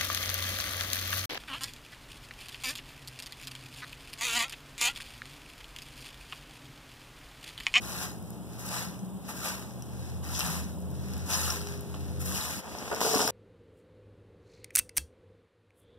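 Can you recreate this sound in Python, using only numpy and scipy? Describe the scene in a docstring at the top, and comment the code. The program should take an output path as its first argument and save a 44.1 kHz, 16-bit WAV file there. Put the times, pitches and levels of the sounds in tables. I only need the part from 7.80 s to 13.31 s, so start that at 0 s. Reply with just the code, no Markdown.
"""On a concrete patio, a stiff broom sweeps in six strokes and flicks grit, while far traffic drones
and a distant engine hums. Then a dustpan is tipped into a plastic wheelie bin: litter slides and knocks.
Broom and litter are crowds of tiny random snaps; chips, hard clicks and bin walls are fading tones with
noise; the engine and traffic are wavering tones with soft noise. Two close microphone ports give wide stereo."""
import sys
import numpy as np
from scipy import signal
from scipy.fft import rfft, irfft, next_fast_len
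from scipy.io import wavfile

SR = 44100
rng = np.random.default_rng(int(sys.argv[2]) if len(sys.argv) > 2 else 0)


def output_pcm(signal):
    """Save a mono or channel-first signal as 16-bit PCM at the path in sys.argv[1].

    Samples are clipped to [-1, 1] before scaling.
    """
    pcm = np.clip(np.atleast_2d(signal).T, -1, 1) * 32767
    wavfile.write(sys.argv[1], SR, np.round(pcm).astype(np.int16))


N = 242882
T = np.arange(N) / SR  # time in seconds

# Levels in the tables are relative: the functions add gains of their own.
# A spectrum lists power per Hz; t60 is the time a sound takes to fade by 60 dB.

# far traffic, strength of its drone: t/s, level/dB
TRAFFIC = [(0.0, -43), (0.03, -48), (0.99, -47), (1.03, -42), (1.62, -45.5), (1.76, -49.5), (2.6, -46),
           (2.65, -39.5), (4.0, -45.5), (4.06, -49), (4.55, -40), (4.66, -61), (4.78, -41.5), (4.84, -84),
           (5.45, -47), (5.5, -59)]
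# centre of the drone's wandering pitch: t/s, f/Hz
DRONE = [(0, 188), (0.5, 180), (1.3, 187), (2.25, 195), (2.6, 174), (2.9, 178), (3.3, 182), (3.8, 175),
         (4.6, 176), (5.5, 192)]
# brief surges of the drone: middle t/s, length/s, level/dB
SURGES = [(1.232, 0.025, -38), (1.362, 0.036, -39), (3.285, 0.052, -51)]
# spectrum of the far noises: f/Hz, level/dB
AIR_SPECTRUM = [(25, 7), (45, -15), (65, -3.5), (100, -5.5), (190, 1), (260, -8), (450, -14.5),
                (800, -16.5), (1400, -26.5), (2200, -33.5), (5500, -44), (9000, -35.5), (14000, -41)]
# the background dips briefly: t/s, level/dB
DIP = [(4.795, 0), (4.812, -7), (4.835, -8), (4.885, 0)]

# distant engine, strength of its low note, roar and rumble: t/s, level/dB
ENGINE_LOW = [(0.0, -66), (0.03, -54.5), (0.99, -63), (2.05, -55), (2.26, -45.5), (3.35, -45), (3.69, -42),
              (3.84, -48), (4.55, -43), (4.64, -51), (5.16, -68), (5.5, -60)]
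# strength of its upper note: t/s, level/dB
ENGINE_UPPER = [(0.0, -55), (0.17, -55.5), (0.99, -47.5), (1.44, -62.5), (1.98, -45.5), (2.51, -46.5),
                (2.82, -65), (3.14, -44), (3.66, -51.5), (4.44, -43.5), (4.93, -72), (5.04, -65),
                (5.12, -90), (5.5, -46)]
# it speeds up a little under load: t/s, low note f/Hz, upper note f/Hz
SPEED = [(0, 73, 118), (1.2, 76, 120.5), (2, 78, 125.2), (2.8, 80, 129.2), (3.6, 81, 131),
         (4.5, 80.5, 130.4), (5.5, 75, 126.6)]
# thin whine that comes with the engine, three tones: f/Hz
WHINE = [302, 404, 504]
# each whine tone swells and fades on its own: t/s, low level/dB, middle level/dB, high level/dB
WHINE_SWELL = [(0, -68, -64, -70), (2.5, -66, -63, -68), (2.85, -63, -68, -72), (3.0, -62, -58, -57),
               (3.22, -55, -58, -66), (3.4, -56, -56, -68), (3.55, -55, -66, -66), (3.68, -58, -61, -65),
               (3.77, -66, -49.5, -57), (4.0, -70, -49.5, -61), (4.13, -57, -54.5, -68),
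               (4.38, -57, -53.5, -53.5), (4.53, -58, -54, -58), (4.65, -68, -67, -70),
               (5.51, -74, -72, -77)]

# faint rustles, mostly between strokes: middle t/s, length/s, level/dB
RUSTLE = [(0.52, 0.26, -60), (0.76, 0.16, -52.5), (1.48, 0.091, -49.5), (1.9, 0.62, -59.5),
          (2.27, 0.27, -51.5), (3.25, 0.3, -52.5), (3.42, 0.25, -50), (3.9, 0.15, -47), (4.25, 0.77, -52.5),
          (4.83, 0.046, -60)]

# larger chips of grit: t/s, ring level/dB, ring f/Hz, bright tick level/dB, dull click level/dB
GRIT = [(0.4259, -57, 5500, -39, -55), (0.5045, -46, 5440, -32.5, -66), (0.863, -36, 5600, -30, -49),
        (1.192, -35, 5960, -61, -61), (1.865, -42, 5670, -44, -58), (1.908, -38, 5600, -58, -58),
        (2.0231, -30, 5890, -36, -54), (2.2548, -40, 5580, -48, -56), (2.5927, -28, 5560, -17, -39),
        (2.5985, -20, 5530, -29, -32), (2.6068, -19, 5630, -32, -22.5), (2.985, -55, 5500, -46, -64),
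        (3.003, -60, 5700, -41, -67), (3.1033, -50, 5600, -41, -64), (3.115, -57, 5600, -43, -64),
        (3.3358, -29, 5550, -33, -40), (3.379, -46, 5500, -33, -56), (3.5357, -22, 5600, -22, -28),
        (3.703, -12.5, 5660, -28, -30), (3.706, -18, 5750, -34, -29), (3.7214, -21, 5730, -38, -37),
        (3.8148, -30, 5560, -36, -40), (3.8713, -26, 5670, -37, -35), (3.975, -38, 5700, -39, -46),
        (4.0083, -50, 5140, -31, -52), (4.9862, -25, 5500, -54, -52), (5.082, -31, 5400, -47, -34),
        (5.147, -23, 5370, -27, -35), (5.162, -28, 5470, -38, -30.5), (5.206, -40, 5670, -25, -26.5),
        (5.35, -12, 5450, -19, -42), (5.416, -11, 5560, -36, -29), (5.4768, -12, 5440, -21, -26)]
# a pebble skids under the head: middle t/s, length/s, level/dB
SKIDS = [(2.562, 0.044, -35), (2.601, 0.015, -33.5), (3.54, 0.052, -29)]
SKID_HZ, SKID_WIDTH_HZ = 5630, 1500

# hard clicks of the broom head and of struck grit: t/s, level/dB
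HARD_CLICKS = [(2.0231, -43), (2.5928, -25), (3.8148, -37), (3.8696, -36), (4.1431, -29.5), (4.1618, -40)]
# short tones that make up each hard click: f/Hz, level/dB, t60/s
CLICK_TONES = [(1150, 0, .007), (2900, -3.5, .005), (5400, -11, .004)]
RATTLE_DB, RATTLE_T60 = -16, 0.07  # level against the click; fade in s

# broom strokes: bristles land t/s, full pressure t/s, release t/s, level/dB, build-up/dB,
# extra fade/(dB per s), low scrape against the hiss/dB, tip fizz against the hiss/dB
STROKES = [(0.0, 0.237, 0.24, -43.5, 9, 144, 3, 0.5), (0.776, 0.934, 1.007, -43, 19, 105, 4.5, -0.5),
           (1.533, 1.649, 1.679, -41.5, 22, 81, 4, 0.5), (2.418, 2.626, 2.748, -41.5, 13.5, 97, 2, 0),
           (3.447, 3.53, 3.738, -38.5, 16, 114, 0, 0.5), (4.385, 4.572, 4.556, -40, 20, 20.5, 0, 1)]
# spectrum of the bristles on concrete: f/Hz, level/dB
BRISTLE_SPECTRUM = [(150, -48), (450, -1), (800, 3.5), (1100, 2.5), (1600, 2), (2200, -2.5), (2700, -1.5),
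                    (3300, -6.5), (4000, -1), (4600, -3.5), (5700, 0), (7000, -5), (8900, -9), (10500, -5),
                    (13000, -7.5), (14500, -10.5)]
# the bristle tips slap down: t/s, level/dB, fizz against the rest/dB
SLAPS = [(0.075, -51, 4), (0.78, -52.5, 6.5), (0.85, -54, 9), (1.477, -44, 1.5), (1.555, -61, 10),
         (3.484, -38.5, 2), (4.391, -51, 10.5), (4.442, -52.5, 13.5), (4.475, -65, 8), (4.69, -47, -5)]
SLAP_RISE_S, SLAP_T60 = 0.019, 0.31
TIP_LEAD_S, HEAD_LAG_S = 0.0019, 0.002  # the tips fizz first; the weight of the head follows
LAND_S = 0.022  # time the bristles take to land
SAG_DB_PER_S = 16  # the push weakens as the arms extend
STOP_S = 4.795  # the broom sound breaks off abruptly here

# the pan tips and a trickle grows; then the heap slides off and thins out
TIP_S, HEAP_S, THIN_S = 4.717, 5.207, 5.432
# spectrum of the dry litter: f/Hz, level/dB
LITTER_SPECTRUM = [(120, -18), (200, -8), (280, -18), (420, -9), (650, -8.5), (950, -11.5), (1450, -17),
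                   (2200, -14.5), (3300, -14), (5500, -7), (6800, -9.5), (8700, -14.5), (10500, -13),
                   (14000, -18)]

# lumps landing in the bin: t/s, crack level/dB, thud of the walls level/dB,
# boom below 350 Hz against the thud/dB, slap above 700 Hz against the thud/dB, share of the full ring time
KNOCKS = [(4.853, -42, -48, 2, -2, 0.9), (4.876, -45, -44.5, 6.5, -3, 0.73), (4.951, -28, -48, -4, 0, 0.55),
          (5.021, -45, -54, 17, -6, 0.91), (5.066, -41, -54, -3, 2, .8), (5.1137, -30, -30.5, -7, -2, 1),
          (5.128, -22, -32, -4.5, -3.5, 1), (5.168, -36, -38.5, 4, -2, 1),
          (5.2143, -14, -29.5, 0, -1.5, .6), (5.229, -33, -32.5, -6, -2, 0.59),
          (5.247, -30, -26, -7, -8.5, 1), (5.2635, -32, -27.5, -9, -6, 0.92),
          (5.2695, -26, -35, -8, -3, 0.85), (5.287, -30, -37, -1, -1, 0.83),
          (5.312, -33, -29.5, -8, -8, 0.87), (5.335, -34, -27.5, -11, -9, 0.92),
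          (5.342, -26, -28, -13, 0, 0.56), (5.357, -27, -34, 14.5, -11, 0.55),
          (5.3605, -16, -35, 0, -5, 0.6), (5.372, -18, -30.5, -11, -2, 0.49),
          (5.392, -21, -31.5, 1, 2.5, 0.54), (5.404, -16, -28.5, 3, -1, 0.84),
          (5.423, -25, -31.5, -5, -1, 0.85), (5.448, -34, -37, 9, -1, 0.88), (5.474, -31, -35, -5, 3.5, 1)]
# ringing tones of the bin's plastic walls: f/Hz, level/dB, full ring t60/s
BIN_WALLS = [(222, -5, .08), (266, -3, .09), (315, -4, .05), (400, -3, .06), (445, 4.5, .12),
             (505, -6, .06), (563, -2, .1), (610, -5, .1), (680, -3, .1), (732, -3, .11), (890, -6, .06),
             (937, 1, .12), (1017, -4, .09), (1122, -5, .09), (1224, -3, .09), (1449, -1, .09),
             (1603, -6, .07)]
PUNCH_HZ, PUNCH_T60 = 700, 0.008

# first echoes from ground, table and wall: delay t/s, level/dB
ECHOES = [(0.0031, -27.5), (0.0058, -18), (0.0094, -12), (0.0151, -13.5)]
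ECHO_TOP_HZ = 7100  # rough surfaces return little of the treble
# how alike the two ports are before their phase turns: f/Hz, likeness from 0 to 1
LIKENESS = [(80, .9), (200, .72), (400, .68), (700, .88), (1100, .98), (2000, .996), (4600, .998),
            (5500, .82), (6600, .93), (7500, .5), (9500, .15)]
# left over right for near sounds: f/Hz, level/dB
BALANCE = [(200, 1), (550, 3), (1100, 0), (1500, -1.5), (2100, 0), (2300, 0), (2700, 2), (3300, .3),
           (4600, 0), (5700, 5.5), (6600, 1), (9000, 3), (11000, 8.5), (15000, 5.5)]
EDGE_HZ = 15650  # upper band limit


def gain_of(db):
    """Turns decibels into amplitude."""
    return 10 ** (np.asarray(db) / 20)


def evened(x):
    """Scales a sound to an average strength (rms) of 1."""
    return x / np.sqrt(np.mean(x ** 2) + 1e-20)


def read(points, hz):
    """Reads a table between its points, with frequency on a log axis."""
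    f, value = np.transpose(points)
    return np.interp(np.log(hz + 1), np.log(f + 1), value)


def shaped(x, response):
    """Filters a sound by a gain that depends on frequency."""
    size = next_fast_len(x.shape[-1] + 2000)
    gain = response(np.fft.rfftfreq(size, 1 / SR))
    return irfft(rfft(x, size) * gain, size)[..., :x.shape[-1]]


def band(x, spectrum, lo_hz, hi_hz):
    """Cuts one soft-edged band, coloured by a spectrum, at rms 1."""
    def response(f):
        edges = np.sqrt((1 + (lo_hz / (f + 1)) ** 8) * (1 + (f / hi_hz) ** 8))
        return gain_of(read(spectrum, f)) / edges
    return evened(shaped(x, response))


def drift(hz):
    """Slow random wandering of rms 1, up to about hz."""
    return evened(shaped(rng.standard_normal(N), lambda f: np.exp(-(f / hz) ** 2)))


def add(mix, s, sound):
    """Mixes a sound in at time s, cut off at the end of the mix."""
    part = mix[:, round(s * SR):][:, :sound.shape[-1]]
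    part += sound[..., :part.shape[-1]]


def curve(rows):
    """Reads amplitude over time from a table of t/s, level/dB."""
    return gain_of(np.interp(T, *np.transpose(rows)))


def onset(s, rise_s):
    """Opens from 0 to 1, starting at time s."""
    return np.clip((T - s) / rise_s, 0, 1)


def swells(rows):
    """Smooth rises and falls, each about 9 dB down at the ends of its length."""
    return sum(gain_of(db) * np.exp(-(2 * (T - s) / length) ** 2) for s, length, db in rows)


def bursts(rows, rise_s, t60):
    """Quick rises that die away."""
    return sum(onset(s, rise_s) * gain_of(db - 60 * np.maximum(T - s - rise_s, 0) / t60)
               for s, db in rows)


def grains(per_s, spread_db, t60, blur):
    """A crowd of tiny snaps of uneven size; blur is the share of power scattered by the surroundings."""
    sizes = gain_of(spread_db * np.minimum(rng.exponential(1, N), 5))
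    power = (rng.random(N) < per_s / SR) * sizes ** 2
    power = signal.lfilter([1], [1, -np.exp(-2 * np.log(1000) / (t60 * SR))], power)  # each snap fades
    blur = np.clip(blur, 0, 1)
    return np.sqrt((1 - blur) * power / power.mean() + blur) * rng.standard_normal((2, N))


def note(hz, waver_hz, flutter_db, pace_hz):
    """A far tone of rms near 1 whose pitch and strength wander at the given pace."""
    turns = np.cumsum(hz + waver_hz * drift(pace_hz)) / SR
    return np.sqrt(2) * np.sin(2 * np.pi * turns) * gain_of(flutter_db * drift(pace_hz))


def neighbourhood():
    """Traffic gives a wavering low drone, over a broad wash, some bass and a steady thin hiss."""
    blur, wash, hiss, bass = rng.standard_normal((4, 2, N))
    tone = note(np.interp(T, *np.transpose(DRONE)), waver_hz=7.04, flutter_db=3.0, pace_hz=22.54)
    tone = tone * np.array([[1], [0]])  # only the first channel; ports() spreads it
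    drone = (gain_of(-1.0) * curve(TRAFFIC) + swells(SURGES)) * tone
    drone += gain_of(-4.5) * curve(TRAFFIC) * band(blur, AIR_SPECTRUM, lo_hz=165, hi_hz=267)
    wash = gain_of(-47.5) * band(wash, AIR_SPECTRUM, lo_hz=230, hi_hz=1590)
    hiss = gain_of(-57) * band(hiss, AIR_SPECTRUM, lo_hz=2320, hi_hz=17000)
    bass = gain_of(-49.0) * band(bass, AIR_SPECTRUM, lo_hz=51.4, hi_hz=142)
    return drone + wash + hiss + bass


def engine():
    """Two low wavering notes, a thin three-tone whine and a soft roar and rumble, from far away."""
    s, low_hz, upper_hz = np.transpose(SPEED)
    load = curve(ENGINE_LOW)
    low = note(np.interp(T, s, low_hz), waver_hz=2.1, flutter_db=2.0, pace_hz=18.0)
    upper = note(np.interp(T, s, upper_hz), waver_hz=2.46, flutter_db=1.0, pace_hz=10.1)
    notes = gain_of(6) * load * low + gain_of(2.5) * curve(ENGINE_UPPER) * upper
    times, *levels = np.transpose(WHINE_SWELL)
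    for hz, db in zip(WHINE, levels):
        swell = gain_of(np.interp(T, times, db) + 1)
        notes += swell * note(hz, waver_hz=1, flutter_db=1, pace_hz=6)
    roar = gain_of(-9.0) * band(rng.standard_normal((2, N)), AIR_SPECTRUM, lo_hz=243, hi_hz=680)
    rumble = gain_of(-2.0) * band(rng.standard_normal((2, N)), AIR_SPECTRUM, lo_hz=75.5, hi_hz=105)
    return notes * np.array([[1], [0]]) + load * (roar + rumble)


def rustle():
    """Faint rustles, made of sparse snaps that swell and fade, mostly between strokes."""
    crinkle = grains(per_s=400, spread_db=2.2, t60=0.005, blur=0.65)
    return swells(RUSTLE) * band(crinkle, BRISTLE_SPECTRUM, lo_hz=1160, hi_hz=13600)


def stray_grit():
    """Loose crumbs tick faintly as they settle, at random moments throughout."""
    ticks = grains(per_s=45, spread_db=1.5, t60=0.03, blur=0)
    return gain_of(-66) * band(ticks, BRISTLE_SPECTRUM, lo_hz=5000, hi_hz=16000)


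def grit(ring_width_hz=260):
    """Each chip gives a bright tick, a dull click and a short ring of two close tones."""
    ring_t60, click_t60, tick_t60 = .02, .011, .014
    out, t = np.zeros((2, N)), T[:3000]
    for s, db, hz, tick_db, click_db in GRIT:
        noise, phase = rng.standard_normal((2, len(t))), rng.random((2, 1))
        ring = np.sin(2 * np.pi * (hz * t + phase))
        ring += .5 * np.sin(2 * np.pi * ((hz - ring_width_hz) * t + phase))
        click = band(noise, BRISTLE_SPECTRUM, lo_hz=720, hi_hz=5870)
        tick = band(noise, BRISTLE_SPECTRUM, lo_hz=8840, hi_hz=16000)
        add(out, s, gain_of(db - 8.5 - 60 * t / ring_t60) * ring)
        add(out, s, gain_of(click_db + 1.5 - 60 * t / click_t60) * click)
        add(out, s, gain_of(tick_db - 5.0 - 60 * t / tick_t60) * tick)
    return out


def pebbles():
    """A trapped pebble chatters over the concrete with a shrill ring."""
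    chatter = grains(per_s=2000, spread_db=4.5, t60=0.0036, blur=0.39)
    shrill = shaped(chatter, lambda f: 1 / (1 + ((f - SKID_HZ) / SKID_WIDTH_HZ) ** 2))
    return swells(SKIDS) * evened(shrill)


def hard_clicks():
    """Broom head and struck grit click hard: one dead snap of short tones and a brief noisy rattle."""
    rattle = band(rng.standard_normal((2, N)), BRISTLE_SPECTRUM, lo_hz=600, hi_hz=4500)
    out = gain_of(RATTLE_DB) * bursts(HARD_CLICKS, rise_s=0.0012, t60=RATTLE_T60) * rattle
    t = T[:1000]
    snap = sum(gain_of(db - 60 * t / t60) * np.sin(2 * np.pi * hz * t) for hz, db, t60 in CLICK_TONES)
    for s, db in HARD_CLICKS:
        add(out, s, gain_of(db) * snap)
    return out


def push(land, full, release, db, build_db, fade_db_per_s):
    """One stroke: pressure builds, sags slowly, and fades as the head lifts."""
    build = build_db * (1 - onset(land, full - land))
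    sag = SAG_DB_PER_S * np.maximum(T - full, 0)
    fade = fade_db_per_s * np.maximum(T - release, 0)
    return onset(land, LAND_S) * gain_of(db - build - sag - fade)


def pushes(late_s):
    """The pressure of every stroke, with its peak and release moved later by late_s."""
    return np.array([push(land, full + late_s, release + late_s, db, build, fade)
                     for land, full, release, db, build, fade, _, _ in STROKES])


def sand(per_s, spread_db, cycles, lo_hz, hi_hz, count=36):
    """Rolling grains of many sizes: each rings for a few cycles at its own pitch."""
    out, t = np.zeros((2, N)), T[:1500]
    for hz in np.geomspace(lo_hz, hi_hz, count):
        sizes = gain_of(spread_db * np.minimum(rng.exponential(1, N), 3))
        clicks = (rng.random(N) < per_s / count / SR) * sizes
        ring = np.exp(-hz * t / cycles) * np.sin(2 * np.pi * (hz * t + rng.random((2, 1))))
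        level = hz * gain_of(read(BRISTLE_SPECTRUM, hz))
        out += level * signal.oaconvolve(clicks[None], ring, axes=1)[:, :N]
    return evened(out)


def broom():
    """Thousands of bristles catch and spring free; tufts let go together, and dragged sand crackles."""
    tips, pressure, head = pushes(-TIP_LEAD_S), pushes(0).sum(0), pushes(HEAD_LAG_S)
    scrape_db, fizz_db = np.transpose(STROKES)[-2:]
    slap = bursts([(s, db) for s, db, _ in SLAPS], SLAP_RISE_S, SLAP_T60)
    flick = bursts([(s, db + fizz) for s, db, fizz in SLAPS], SLAP_RISE_S, SLAP_T60)
    tufts = gain_of(.6 * drift(hz=25) + 1.1 * drift(hz=170))
    snaps = grains(per_s=5000, spread_db=0.8, t60=0.0036, blur=0.4) * tufts
    scrape = np.hypot(gain_of(scrape_db - 1.4) @ head, gain_of(3.0) * slap)
    scrape = scrape * band(snaps, BRISTLE_SPECTRUM, lo_hz=452, hi_hz=2350)
    hiss = np.hypot(gain_of(1.2) * pressure, gain_of(-1.5) * slap)
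    hiss = hiss * band(snaps, BRISTLE_SPECTRUM, lo_hz=2650, hi_hz=8900)
    fizz = np.hypot(gain_of(fizz_db + 1.5) @ tips, flick)
    fizz = fizz * band(snaps, BRISTLE_SPECTRUM, lo_hz=8050, hi_hz=16800)
    crackle = gain_of(.8) * sand(per_s=340, spread_db=3, cycles=10, lo_hz=900, hi_hz=9000)
    return (scrape + hiss + fizz + pressure * crackle) * (1 - onset(STOP_S, rise_s=0.023))


def flow(trickle_db, grow_db_per_s, heap_db, thin_db_per_s):
    """Strength of the pour: a growing trickle, then the whole heap, which can thin out."""
    trickle = gain_of(trickle_db + grow_db_per_s * (T - TIP_S)) * onset(TIP_S, rise_s=0.18)
    heap = gain_of(heap_db - thin_db_per_s * np.maximum(T - THIN_S, 0))
    return trickle + (heap - trickle) * onset(HEAP_S, rise_s=0.0098)


def dustpan():
    """Dry litter slides over the lip in clumps and patters into the hollow bin."""
    slide = grains(per_s=1600, spread_db=1.6, t60=0.005, blur=0.45)
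    patter = grains(per_s=460, spread_db=-4.0, t60=0.013, blur=0.26)
    sliding = flow(trickle_db=-53.5, grow_db_per_s=24.5, heap_db=-29.5, thin_db_per_s=75)
    landing = flow(trickle_db=-47, grow_db_per_s=15, heap_db=-38, thin_db_per_s=0)
    landing = landing * onset(TIP_S, rise_s=.07)
    hiss = sliding * band(slide, LITTER_SPECTRUM, lo_hz=2170, hi_hz=16500)
    return hiss + landing * band(patter, LITTER_SPECTRUM, lo_hz=240, hi_hz=2390)


def knocks(slap_t60=0.035, crack_t60=0.0084, rise_s=0.0015):
    """Each lump punches, cracks and slaps on the plastic and rings its walls; soft ones damp the ring."""
    out, t = np.zeros((2, N)), T[:8000]
    hz, db, t60 = np.transpose(BIN_WALLS)[:, :, None]
    for s, peak_db, thud_db, boom_db, bright_db, ring_share in KNOCKS:
        # the wall tones start nearly together on one channel and at any phase on the other
        phase = rng.random((2, len(BIN_WALLS), 1)) * np.array([.15, 1])[:, None, None]
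        colour = db + boom_db * (hz < 350) + bright_db * (hz > 700)
        modes = gain_of(colour - 60 * t / (t60 * ring_share)) * np.sin(2 * np.pi * (hz * t + phase))
        noise = rng.standard_normal((2, len(t)))
        slap = band(noise, LITTER_SPECTRUM, lo_hz=660, hi_hz=1820)
        slap = slap * gain_of(bright_db - 60 * t / slap_t60)
        body = gain_of(thud_db) * (modes.sum(1) + gain_of(6.0) * slap) * (1 - np.exp(-t / rise_s))
        crack = band(noise, LITTER_SPECTRUM, lo_hz=400, hi_hz=3470)
        crack = crack * gain_of(peak_db - 9.5 - 60 * t / crack_t60)
        punch = gain_of(peak_db - 5.5 - 60 * t / PUNCH_T60) * np.sin(2 * np.pi * PUNCH_HZ * t)
        add(out, s, body + crack + punch)
    return out


def patio(x, tail_db=-16, tail_t60=0.043):
    """Ground, table and wall add a few echoes and a short, faint tail of fading noise."""
    t = T[:9000]
    tail = rng.standard_normal((2, len(t))) * gain_of(-60 * t / tail_t60) * (t > .008)
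    tail *= gain_of(tail_db) / np.linalg.norm(tail[0])
    echoes = np.zeros(len(t))
    for s, db in ECHOES:
        echoes[round(s * SR)] = gain_of(db)
    tail += shaped(echoes, lambda f: 1 / (1 + (f / ECHO_TOP_HZ) ** 4))
    return gain_of(-0.5) * (x + signal.fftconvolve(x, tail, axes=1)[:, :N])


def ports(x, step_hz):
    """Widened stereo: left and right swing between equal and opposite phase at every step of frequency."""
    def likeness(f):
        steps = f / step_hz - 1
        past = steps % 2 - 1  # the phase lingers at opposite, which hollows out the centre
        angle = np.pi * np.where(steps < 0, steps ** 5, steps - past * np.exp(-(past / .18) ** 4))
        # the bass only turns in phase; higher up the ports grow unlike between the steps
        turn = np.cos(angle) - 1j * np.sin(angle) * np.where(steps < 0, 1, .5)
        return read(LIKENESS, f) * turn
    shared = shaped(x[0], likeness)
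    separate = shaped(x[1], lambda f: np.sqrt(np.maximum(1 - abs(likeness(f)) ** 2, 0)))
    return np.array([x[0], shared + separate])


def scene():
    """Near sounds mostly favour the left port in the treble; far ones arrive evenly."""
    step_hz = 1098
    far = ports(neighbourhood() + engine(), step_hz)
    sweeping = rustle() + stray_grit() + grit() + pebbles() + hard_clicks() + broom()
    near = ports(patio(sweeping + dustpan()) + knocks(), step_hz)  # the knocks get no patio echo
    # each side's gain keeps the total power of the pair
    near = shaped(near, lambda f: np.sqrt(2 / (1 + gain_of(np.outer([-1, 1], read(BALANCE, f))) ** 2)))
    return near + far * curve(DIP)


def record(dry):
    """Limits the band: a steep filter removes what lies above the upper edge."""
    low_pass = signal.firwin(511, EDGE_HZ, window=("kaiser", 9), fs=SR)
    return signal.oaconvolve(dry, low_pass[None], "same")


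dry = scene()
out = record(dry)
output_pcm(out)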